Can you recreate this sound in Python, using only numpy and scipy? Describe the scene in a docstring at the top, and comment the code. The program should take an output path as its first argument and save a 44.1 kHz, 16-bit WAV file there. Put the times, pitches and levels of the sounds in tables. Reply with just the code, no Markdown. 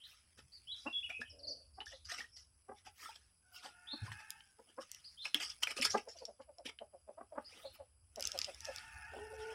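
"""A rooster is washed by hand in a yard, close to the microphone, and clucks softly all along.
A wet cloth is dunked in a steel bowl, wrung out and wiped over him: the water rings as bubbles,
splatters and drips, and his feathers snap and brush. Each cluck is a few syrinx pulses ringing his throat.
Farther off, songbirds whistle in the trees and a hen moans; in the distance another hen grumbles
and two roosters crow, over hiss, low rumble and a thin insect buzz."""
import sys
import numpy as np
from scipy import signal
from scipy.fft import rfft, irfft, next_fast_len
from scipy.io import wavfile
from scipy.ndimage import uniform_filter1d, map_coordinates

SR = 44100
rng = np.random.default_rng(int(sys.argv[2]) if len(sys.argv) > 2 else 0)


def digitize_waveform(pressure):
    """Quantize a signal to 16-bit integers and store it at the path in sys.argv[1].

    Rows of a 2-D input are taken as channels; values are limited to [-1, 1].
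    """
    field = np.atleast_2d(pressure).T
    bounded = np.clip(field, -1, 1)
    quanta = np.round(bounded * 32767).astype(np.int16)
    wavfile.write(sys.argv[1], SR, quanta)


N = 420713
TIME = np.arange(N) / SR

# steady hiss of the open yard: f/Hz, relative level/dB
AIR_COLOUR = [(18, -30), (30, -13), (81, 3.5), (326, -10.5), (1450, -11.5), (1890, -24), (2520, -14),
              (3940, -32), (4860, -12), (7200, -34.5), (7780, -4.5), (9110, -19.5), (10400, 4),
              (11800, -39), (15800, -36)]
# low outdoor rumble: t/s, level/dB
RUMBLE = [(0, -83.5), (1.2, -66.5), (2.1, -69.5), (3.2, -76.5), (4.7, -83), (5.8, -72), (6.9, -80),
          (8.4, -65.5), (9.54, -63)]
# its spectrum: f/Hz, relative level/dB
RUMBLE_COLOUR = [(25, -30), (50, -1.5), (70, 8.5), (100, -1.5), (160, -23), (300, -25.5), (600, -56.5)]
# dull bumps of air on the microphone: t/s, half length/s, level/dB
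BUMPS = [(.43, .05, -65.5), (4.032, 0.015, -43), (4.11, 0.06, -53), (5.91, 0.029, -59.5)]

# a distant rooster, one list a crow: t/s, pitch/Hz, level/dB
HIGH_CROWS = [
    [(3.40, 785, -85), (3.50, 740, -71.5), (3.62, 713, -73.5), (3.85, 722, -72.5), (4.10, 767, -69),
     (4.35, 799, -72.5), (4.55, 764, -88)],
    [(8.64, 727, -85), (8.75, 732, -67), (8.90, 737, -66), (9.05, 746, -63.5), (9.25, 742.5, -68.5),
     (9.42, 731, -63.5), (9.54, 732, -63)],
]
# his voice: harmonic, relative level/dB
HIGH_VOICE = [(1, 6), (2, 17.5), (3, -3), (4, -20), (5, -14)]
# a second, hoarser rooster: t/s, pitch/Hz, level/dB
LOW_CROWS = [
    [(3.70, 433, -83), (3.88, 444, -67), (4.05, 425.5, -70), (4.15, 434.3, -60.5), (4.33, 437, -70),
     (4.45, 448, -96)],
    [(8.60, 455.5, -64), (8.68, 444.8, -58.5), (8.80, 441.6, -69), (8.90, 429.6, -63.5),
     (9.02, 433.6, -60.5), (9.18, 454.3, -67), (9.32, 438, -66), (9.54, 458, -68)],
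]
# his voice: harmonic, relative level/dB
LOW_VOICE = [(2, 9), (3, 6), (4, 14.5), (5, 2.5), (6, 13), (7, -40.5)]
# a distant hen's hoarse grumble: t/s, pitch/Hz, level/dB
GRUMBLES = [
    [(1.30, 291.4, -70.5), (1.38, 270, -70), (1.45, 284.4, -70), (1.51, 278.5, -60), (1.58, 266.5, -98),
     (1.64, 261, -89)],
]
# her voice: harmonic, relative level/dB
GRUMBLE_VOICE = [(1, -2), (2, 6.5), (3, -20)]
# a nearer hen's drawn-out moan: t/s, pitch/Hz, level/dB
MOANS = [
    [(9.11, 363, -83), (9.20, 411, -54), (9.29, 439, -54.5), (9.36, 444.4, -52.5), (9.42, 437.4, -47),
     (9.54, 452, -46.5)],
]
# her voice: harmonic, relative level/dB
MOAN_VOICE = [(1, 2.5), (2, -7.5), (3, -52), (4, -32)]

# a songbird's two-note call from the trees: t/s, pitch/Hz, level/dB
BIRD_CALLS = [(-.005, 3315, -58.5), (.671, 3400, -45.5), (1.89, 3470, -63), (3.87, 3670, -48),
              (5.172, 3564, -51.5), (7.611, 3705, -59)]
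# its notes: delay/s, length/s, start, middle and end pitch as ratios, relative level/dB
CALL_NOTES = [(0, .07, .88, 1.0, 0.93, -2), (.04, .04, 1.03, 1.165, 1.02, 2)]
# single whistles: t/s, length/s, pitch/Hz, arch as a share of the pitch, level/dB
WHISTLES = [(0.517, 0.065, 4600, 0.13, -58), (0.864, 0.028, 2766, 0.072, -42.5),
            (0.928, 0.077, 3340, -0.03, -38), (1.028, 0.04, 2930, 0.15, -42.5),
            (1.119, 0.086, 2505, 0.00054, -49.5), (1.249, 0.049, 3040, 0.0013, -61.5),
            (1.479, 0.035, 5660, .02, -53.5), (1.733, 0.075, 5020, 0.046, -68.5),
            (2.316, 0.064, 5420, -0.01, -62), (5.04, 0.051, 4850, 0.17, -54.5),
            (7.443, 0.054, 4900, 0.073, -56.5)]
# a quick run of falling chips: t/s, pitch/Hz, level/dB
CHIPS = [(1.295, 5020, -56), (1.387, 4680, -58), (1.43, 4470, -49), (1.47, 4520, -42), (1.505, 4630, -45)]

# close, faint rustle of the wet bird being handled: t/s, level/dB
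RUSTLE = [(0, -79), (1.0, -70.5), (1.8, -83), (2.5, -82.5), (3.4, -81.5), (4.15, -66), (4.6, -76),
          (5.55, -66.5), (5.9, -68.5), (6.35, -84.5), (7.25, -84.5), (7.6, -66), (7.95, -91), (8.5, -65.5),
          (9.54, -66.5)]
# its spectrum: f/Hz, relative level/dB
RUSTLE_COLOUR = [(150, 6), (500, -10.5), (1500, -2.5), (3000, 4.5), (4000, -8), (5200, 7.5), (7000, -6),
                 (10000, 4.5), (12500, -17.5), (15500, -12.5)]
# dry feathers brush past each other: t/s, half length/s, level/dB
BRUSHES = [(0.097, 0.047, -72), (3.026, 0.068, -65), (3.552, .025, -64), (7.622, .04, -71),
           (7.746, .012, -60)]
# wet feathers snap apart: t/s, level/dB, relative crack/dB
SNAPS = [(4.3047, -41.5, 1), (4.916, -45.5, 0), (4.947, -52, -11), (8.1593, -49, -9), (8.197, -47.5, -10),
         (8.2076, -43, -1), (8.225, -38, -15), (8.2397, -46, -20), (8.253, -35, -25), (8.2728, -36, -8.5),
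         (8.318, -40, -21), (8.3772, -45.5, -13), (8.389, -34, -10), (8.416, -35, -30),
         (8.4448, -37.5, -35), (8.4493, -46, -28), (8.5463, -52.5, -18), (8.606, -48.5, -10),
         (8.648, -50, -24), (8.6533, -42.5, -17), (8.7611, -45, -7), (8.7835, -46.5, -24)]

# single drops fall in the bowl: t/s, level/dB, f/Hz, decay/s
DRIPS = [(1.8042, -42, 2960, 0.013), (4.1179, -45.5, 1750, 0.0013), (4.406, -56, 3030, 0.0024),
         (5.2543, -37, 2540, 0.0041), (5.3448, -25.5, 3280, 0.0016), (5.6334, -30, 3095, 0.0025),
         (5.672, -34.5, 2420, .002), (5.813, -36.5, 5300, 0.003), (5.8499, -25, 5290, 0.0079),
         (6.1864, -52.5, 4880, 0.0079), (6.2529, -42, 5480, 0.0025), (6.5842, -56.5, 5300, 0.0017),
         (6.7883, -49.5, 3000, 0.0022)]
# large air pockets gulp out of the cloth: t/s, level/dB, f/Hz
GULPS = [(1.102, -34.5, 2390), (1.104, -53, 733), (1.193, -51.5, 467), (1.2, -52.5, 236),
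         (1.216, -33.5, 1707), (1.867, -42.5, 1730), (1.925, -49.5, 1900), (2.112, -38, 1874),
         (2.12, -47.5, 693), (2.186, -45, 2220), (2.205, -36, 1860), (2.241, -46.5, 1827),
         (3.058, -41, 1306), (3.091, -45, 880), (4.079, -46, 1035), (5.351, -41, 289), (5.637, -42.5, 1430),
         (5.788, -39.5, 542), (5.799, -40.5, 255.4), (5.852, -32, 1350), (5.852, -46, 408)]
# the four bubble sizes of a splash: low f/Hz, high f/Hz, rate/(1/s), cycles to fall by 60 dB
BUBBLE_SIZES = [(213.7, 1000, 370, 32), (1188, 4230, 2000, 63), (4320, 7060, 3300, 37),
                (7560, 14000, 8700, 34)]
# colour of the splashing as heard through the microphone: f/Hz, relative level/dB
SPLASH_MIC_COLOUR = [(200, 3), (900, 9.5), (1500, -1), (2200, -0.5), (3100, 4), (4000, -10), (5200, 14.5),
                     (6200, -1.5), (7300, -4), (10000, -11.5), (12500, -35), (15000, -7)]
# more water makes bigger bubbles; for each size: gain/(dB per dB of water)
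WATER_FAVOURS = [1.0, 0.12, -0.28, -0.0062]
# the cloth plunges and is squeezed out: peak t/s, fall/s, level/dB, amount of water/dB
PLUNGES = [(1.102, 0.015, -53.5, 14), (1.217, 0.01, -53, 7), (1.923, .014, -60.5, 14),
           (2.099, 0.045, -49.5, -9), (2.119, 0.036, -46, -4.5), (2.189, 0.028, -47, -2.5),
           (5.256, 0.019, -47, -2.5), (5.354, 0.024, -47, 6), (5.408, 0.013, -43, 3),
           (5.427, .032, -42, -9), (5.503, 0.012, -47.5, -13), (5.636, 0.0045, -34, -6.5),
           (5.678, 0.03, -47, 4), (5.714, 0.0059, -40, 3.5), (5.774, 0.029, -43, 3),
           (5.828, 0.015, -34, -7), (5.854, 0.012, -32, -7.5), (5.981, 0.01, -47.5, 6),
           (6.421, 0.014, -70.5, -21), (6.663, 0.017, -47, 10.5), (6.697, 0.0033, -49.5, 6)]
# water runs off the lifted cloth in fine drops: peak t/s, fall/s, level/dB
RUNOFFS = [(0.768, 0.11, -60.5), (1.863, 0.046, -53), (2.053, 0.063, -57), (2.369, 0.032, -55.5),
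           (5.905, .033, -38.5), (6.09, 0.035, -53.5), (6.171, 0.06, -59)]
# wipes of the cloth over the feathers; the row at 9.178 s is a low, soft, watery slosh: # peak t/s, fall/s,
# level/dB, amount of water/dB
WIPES = [(0.122, 0.078, -69.5, -5.5), (0.391, 0.013, -60, 6.5), (2.783, 0.024, -70, -1),
         (2.867, 0.015, -56.5, -0.5), (3.054, 0.07, -56.5, -3.5), (3.161, 0.0065, -58, -5),
         (3.573, 0.036, -60, -5), (3.655, 0.028, -54, 3.5), (4.068, 0.023, -58.5, 5),
         (4.125, .01, -54.5, -4), (4.206, 0.015, -59.5, 4), (4.702, 0.026, -72.5, 12),
         (4.823, 0.015, -56.5, -24), (4.948, 0.066, -67, -11), (7.566, 0.093, -65, 9.5),
         (7.753, 0.015, -65.5, 8.5), (8.213, 0.023, -64, -8), (8.26, 0.066, -56, 5.5),
         (8.416, 0.11, -56.5, 1), (8.496, 0.035, -61, 4), (8.678, 0.06, -60.5, -10),
         (8.78, 0.078, -59.5, -1.5), (9.178, 0.047, -69, 27), (9.429, 0.045, -62, 6),
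         (9.514, 0.053, -63, 12.5)]

# the close rooster's soft clucks, beak shut: t/s, level/dB, pitch/Hz
SOFT_CLUCKS = [(1.934, -54.5, 284), (6.08, -47.5, 468), (6.161, -58, 336), (6.225, -48, 479),
               (6.289, -48.5, 214.2), (6.495, -53, 301), (6.597, -52.5, 310.4), (6.818, -44.5, 216),
               (6.943, -52.5, 193), (7.093, -45, 202.5), (7.33, -48, 297), (7.654, -44.5, 299),
               (7.805, -49, 285), (8.182, -44, 205.4), (8.35, -46, 187.3), (8.488, -45.5, 192.3),
               (8.689, -42, 284), (9.139, -48.5, 407), (9.332, -52.5, 273)]
# his short clucks, beak open: t/s, level/dB, pitch/Hz, throat f/Hz, beak opening/dB
OPEN_CLUCKS = [(.866, -39, 288, 322, 5.5), (.883, -47.5, 314, 1080, 4.5), (1.786, -48, 396, 700, 3),
               (1.815, -51, 412, 800, 4), (2.695, -46, 390, 560, 0), (2.719, -49, 400, 760, 0),
               (2.872, -51.5, 402, 770, -21), (3.658, -49.5, 261, 770, -24), (3.938, -44, 296, 287, -5),
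               (4.596, -56.5, 460, 525, 3), (4.787, -41.5, 529, 550, 8), (5.952, -26, 408.5, 550, 9),
               (6.404, -50, 286, 508, -2.5), (7.184, -48, 323, 649, -8.5), (7.212, -46.5, 386, 677, 21),
               (7.361, -51, 307, 618, 3), (7.382, -35.5, 285, 620, 9.5)]


def from_db(db):
    """Decibels to gain."""
    return 10 ** (np.asarray(db) / 20)


def rms_one(x):
    """Scale to an rms of 1."""
    return x / np.sqrt(np.mean(x ** 2) + 1e-20)


def add(out, start_s, sound):
    """Mix a short sound in at a given time."""
    i = int(np.clip(round(start_s * SR), 0, N - 1))
    out[i:i + len(sound)] += sound[:N - i]


def at_hz(points, hz):
    """Read a spectrum table on a log-frequency axis."""
    f, db = np.transpose(points)
    return np.interp(np.log(np.maximum(hz, 1)), np.log(f), db)


def coloured(x, spectrum):
    """Give a steady noise a spectrum; rms 1."""
    size = next_fast_len(len(x))
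    gain = from_db(at_hz(spectrum, np.fft.rfftfreq(size, 1 / SR)))
    return rms_one(irfft(rfft(x, size) * gain, size)[:len(x)])


def band(x, low_hz, high_hz, order=2):
    """Butterworth band-pass."""
    sos = signal.butter(order, [low_hz, min(high_hz, .45 * SR)], "band", fs=SR, output="sos")
    return signal.sosfilt(sos, x)


def drift(per_s, size):
    """A random wander with a spread of about 1."""
    knots = rng.standard_normal(int(size * per_s / SR) + 2)
    return np.interp(np.arange(size) * per_s / SR, np.arange(len(knots)), knots)


def swells(events):
    """A gain curve with one bell-shaped swell for each event."""
    return sum(from_db(db) * np.exp(-((TIME - s) / half) ** 2) for s, half, db in events)


def impacts(per_s, spread_db):
    """Random clicks: many small, a few large."""
    sizes = from_db(spread_db * np.minimum(rng.exponential(1, N), 3.5)) * rng.choice([-1, 1], N)
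    return sizes * (rng.random(N) < per_s / SR)


def patchy(x, depth_db=7.0, patch_hz=323.1, patch_s=.025):
    """Folds and cavities open and close, so narrow resonances come and go all over the spectrum."""
    f, t, spectra = signal.stft(x, SR, nperseg=512)
    field = rng.standard_normal((200, 1200))
    where = np.meshgrid(f / patch_hz, t / patch_s, indexing="ij")
    patches = np.clip(map_coordinates(field, where, order=1, mode="wrap"), -2, 1.2)
    return signal.istft(spectra * rms_one(from_db(depth_db * patches)), SR)[1][:N]


def yard(x, wet_db, t60, top_hz):
    """Echoes from ground, walls and trees reach the microphone after the direct sound."""
    t = TIME[:SR]
    tail = band(rng.standard_normal(SR), 180, top_hz, order=1) * from_db(-60 * t / t60) * (t > .004)
    echoes = signal.fftconvolve(x, tail / np.sqrt(np.sum(tail ** 2)))[:N]
    return (x + from_db(wet_db) * echoes) / np.sqrt(1 + from_db(wet_db) ** 2)


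def outdoor_air():
    """The yard's steady hiss and uneven rumble, with a few bumps of air on the microphone."""
    hiss = from_db(-76.5) * coloured(rng.standard_normal(N), AIR_COLOUR)
    rumble_db = np.interp(TIME, *np.transpose(RUMBLE)) - 0.5 + 2.5 * drift(16, N)
    rumble = from_db(rumble_db) * coloured(rng.standard_normal(N), RUMBLE_COLOUR)
    bumps = swells(BUMPS) * rms_one(band(rng.standard_normal(N), 80, 125.6))
    return hiss + rumble + bumps


def insect(hz=4880, width=0.0086):
    """A thin, far buzz that slowly comes and goes."""
    buzz = band(rng.standard_normal(N), hz * (1 - width), hz * (1 + width))
    return from_db(-88 + 2.0 * drift(0.77, N)) * rms_one(buzz)


def fowl(calls, voice, rough, flutter_db=3.0):
    """Long calls from across the yard: harmonics on a pitch that shakes with hoarseness."""
    out = np.zeros(N)
    for call in calls:
        s, hz, db = np.transpose(call)
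        t = np.arange(s[0], s[-1], 1 / SR)
        pitch = np.interp(t, s, hz) * (1 + rough * drift(220, len(t)))
        phase = 2 * np.pi * np.cumsum(pitch) / SR
        tone = rms_one(sum(from_db(level) * np.sin(round(k) * phase) for k, level in voice))
        edges = np.clip(np.minimum(t - t[0], t[-1] - t) / 0.0096, 0, 1)
        add(out, s[0], tone * edges * from_db(np.interp(t, s, db) + flutter_db * drift(49.35, len(t))))
    return out


def whistle(length_s, hz, shape, db):
    """A note arching through three pitches; fainter ones come through more leaves and are more blurred."""
    u = np.linspace(0, 1, int(length_s * SR))
    blur = np.interp(db, [-56, -43], [.055, .011])
    arch = np.polyval(np.polyfit([0, .5, 1], shape, 2), u)
    pitch = hz * arch * (1 + blur * drift(600, len(u)))
    swell = np.abs(np.sin(np.pi * u)) ** 0.49 * from_db(db + 2.0 * drift(150, len(u)))
    return np.sqrt(2) * swell * np.sin(2 * np.pi * np.cumsum(pitch) / SR)


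def songbirds():
    """Up in the trees a two-note call keeps returning, between single whistles and a run of chips."""
    out = np.zeros(N)
    for s, hz, db in BIRD_CALLS:
        for delay, length, *shape, note_db in CALL_NOTES:
            add(out, s + delay, whistle(length, hz, shape, db + note_db))
    for s, length, hz, arch, db in WHISTLES:
        add(out, s, whistle(length, hz, [1 - arch, 1, 1 - arch], db))
    for s, hz, db in CHIPS:
        add(out, s, whistle(length_s=0.0245, hz=hz, shape=[1.13, 1.0, .96], db=db))
    return out


def feather_rustle():
    """Wet feathers crackle faintly under the hand."""
    crackle = coloured(impacts(per_s=2200, spread_db=5.0), RUSTLE_COLOUR)
    return patchy(from_db(np.interp(TIME, *np.transpose(RUSTLE))) * crackle)


def feather_brushes():
    """Dry barbs tick densely: a crisp hiss high above the water sounds."""
    ticks = impacts(per_s=6000, spread_db=8.0)
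    return swells(BRUSHES) * rms_one(band(ticks, 11000, .45 * SR))


def drop(db, hz, decay_s, crack_db, spatter_db, rise=0.07):
    """A drop is a sharp crack, a short rising bubble ring and a little spatter around its pitch."""
    t = TIME[:1500]
    noise, fade = rng.standard_normal((2, len(t))), np.exp(-t / decay_s)
    phase = 2 * np.pi * hz * np.cumsum(1 + rise * (.5 - fade)) / SR
    bubble = rms_one(np.sin(phase) * fade * (1 - np.exp(-t / .00025)))
    spatter = rms_one(band(noise[0] * fade, hz * 0.49, hz * 1.44, order=4))
    crack = rms_one(band(noise[1] * fade ** 2, 7500, 13000))
    return from_db(db - 7.5) * rms_one(bubble + from_db(spatter_db) * spatter + from_db(crack_db) * crack)


def feather_snaps():
    """Wet feathers snap apart like very short drops, all near one pitch."""
    out = np.zeros(N)
    for s, db, crack_db in SNAPS:
        hz = 5300 * (1 + 0.068 * rng.standard_normal())
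        add(out, s, drop(db, hz, decay_s=.0012, crack_db=crack_db, spatter_db=-3.5))
    return out


def drips():
    """Drops fall in the bowl: harder ones crack more, long-ringing ones land softly."""
    out = np.zeros(N)
    for s, db, hz, decay_s in DRIPS:
        crack_db = -20 + .6 * (db + 39) - 1501 * decay_s
        add(out, s, drop(db, hz, decay_s, crack_db, spatter_db=-8.5))
    return out


def gulps(rise=0.12):
    """A big bubble rings for some milliseconds, its pitch climbing as it nears the surface."""
    out, t = np.zeros(N), TIME[:4400]
    for s, db, hz in GULPS:
        decay_s = .0105 * (1000 / hz) ** 0.37   # bigger, lower bubbles ring longer
        fade = np.exp(-t / decay_s)
        phase = 2 * np.pi * hz * np.cumsum(1 + rise * (.6 - fade)) / SR
        add(out, s, from_db(db) * np.sin(phase) * fade * (1 - np.exp(-t / 0.0006)))
    return out


def ring(clicks, hz, t60):
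    """A click sets a decaying sine ringing."""
    r, w = from_db(-60 / (t60 * SR)), 2 * np.pi * min(hz, .45 * SR) / SR
    return signal.lfilter([0, np.sin(w)], [1, -2 * r * np.cos(w), r * r], clicks + 1e-18)


def bubbles(low_hz, high_hz, per_s, cycles, count=16):
    """An even flow of droplets, each ringing a tiny bubble at one of several pitches."""
    clicks, dealt = impacts(per_s, spread_db=3.0), rng.integers(0, count, N)
    pitches = low_hz * (high_hz / low_hz) ** ((np.arange(count) + .5) / count)
    rings = sum(hz * from_db(at_hz(SPLASH_MIC_COLOUR, hz)) * ring(clicks * (dealt == k), hz, cycles / hz)
                for k, hz in enumerate(pitches))
    rings = rms_one(band(rings, low_hz * 0.67, high_hz * 1.04, order=4))
    return rings / np.sqrt(uniform_filter1d(rings ** 2, size=1100) + 0.028)   # evens the level


def burst(peak_s, rise_s, fall_s, db, weight_db, mix_db):
    """One swell and decay: its start and the power in each band; weight favours the low end."""
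    start_s = max(peak_s - 3 * rise_s, 0)
    t = np.arange(start_s, peak_s + 7 * fall_s, 1 / SR) - peak_s
    swell = np.exp(-(np.minimum(t, 0) / rise_s) ** 2 - np.maximum(t, 0) / fall_s)
    gains = from_db(db + np.array(mix_db) + weight_db * np.array(WATER_FAVOURS))
    return start_s, (gains[:, None] * swell) ** 2


def splashes(plunge_rise_s=0.0087, runoff_rise_s=0.0051, usual_plunge_db=-45):
    """Plunges, run-off and wipes each mix four bubble sizes; one wipe is a low, soft slosh."""
    bursts = []
    for s, fall, db, water_db in PLUNGES:
        fizz_db = (db - usual_plunge_db) * np.array([0.11, -.05, .05, 0.25])   # harder ones fizz more
        mix_db = np.array([-12, 0.5, -1.5, -9.5]) + fizz_db
        bursts.append(burst(s, plunge_rise_s, fall, db, water_db, mix_db))
    for s, fall, db in RUNOFFS:
        bursts.append(burst(s, runoff_rise_s, fall, db, weight_db=0, mix_db=[-27, -11, 1.5, -15]))
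    for s, fall, db, weight_db in WIPES:
        bursts.append(burst(s, 0.91 * fall, fall, db, weight_db, mix_db=[-12.5, 1.5, -0.5, -8.0]))
    power = np.zeros((len(BUBBLE_SIZES), N))
    for start_s, parts in bursts:
        for total, part in zip(power, parts):
            add(total, start_s, part)
    return patchy(sum(np.sqrt(p) * bubbles(*size) for p, size in zip(power, BUBBLE_SIZES)))


def cluck(pitch_hz, throat_hz, beak_db, half_s, glide, jitter=0.051, lean=0.19):
    """A few syrinx pulses ring the throat, centred in a tenth of a second; an open beak widens the band."""
    t = TIME[:4410] - .05
    pitch = pitch_hz * (1 + glide * np.tanh(t / (2 * half_s)) + jitter * drift(291.6, len(t)))
    phase = 2 * np.pi * np.cumsum(pitch) / SR
    phase -= phase[len(t) // 2]
    pulses = sum(np.cos(k * phase) for k in range(1, 14))
    pulses += 2.2 * rng.standard_normal(len(t))   # throaty air between the pulses
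    pulses *= from_db(2.5 * drift(250, len(t)))
    pulses /= np.cosh(1.2 * t / half_s * (1 - lean * np.sign(t)))   # quick start, slower end
    throat = rms_one(band(pulses, throat_hz * 0.81, throat_hz * 1.124))
    chest = rms_one(band(pulses, 245, 335))
    bright = rms_one(band(pulses, 1600, 1970, order=4))
    open_beak = rms_one(band(pulses, 235, 1200, order=4)) + from_db(-21) * bright + from_db(-8) * chest
    voice = throat + from_db(-20.5) * chest + from_db(beak_db) * open_beak
    return voice / np.sqrt(uniform_filter1d(voice ** 2, size=220).max())


def rooster_clucks(lead_s=.051):
    """The rooster at the microphone: soft clucks sag in pitch, open-beaked ones are shorter and rise."""
    out = np.zeros(N)
    for s, db, pitch_hz in SOFT_CLUCKS:
        soft = cluck(pitch_hz, throat_hz=628, beak_db=-36.5, half_s=0.0079, glide=-0.129)
        add(out, s - lead_s, from_db(db) * soft)
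    for s, db, pitch_hz, throat_hz, beak_db in OPEN_CLUCKS:
        add(out, s - lead_s, from_db(db) * cluck(pitch_hz, throat_hz, beak_db, half_s=0.0047, glide=0.1))
    return out


def scene():
    """One microphone close to bowl and rooster; the far birds arrive with more of the yard's echo."""
    washing = yard(splashes() + drips() + feather_snaps() + gulps(), wet_db=-14.0, t60=0.13, top_hz=6300)
    rooster = yard(rooster_clucks(), wet_db=-13.5, t60=0.13, top_hz=4020)
    trees = yard(songbirds(), wet_db=-7.0, t60=.33, top_hz=8000)
    crows = fowl(HIGH_CROWS, HIGH_VOICE, rough=.03) + fowl(LOW_CROWS, LOW_VOICE, rough=.04)
    grumble = fowl(GRUMBLES, GRUMBLE_VOICE, rough=.14, flutter_db=3.5)
    far_fowl = yard(crows + grumble, wet_db=3.0, t60=.35, top_hz=4000)
    hen = yard(fowl(MOANS, MOAN_VOICE, rough=0.026), wet_db=-14.0, t60=0.19, top_hz=3000)
    background = outdoor_air() + insect() + far_fowl + hen + trees
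    return (background + feather_rustle() + feather_brushes() + washing + rooster)[None]


def record(dry):
    """The microphone signal is cut steeply above 15.9 kHz."""
    return signal.sosfilt(signal.ellip(10, .2, 70, 15900, fs=SR, output="sos"), dry)


dry = scene()
out = record(dry)
digitize_waveform(out)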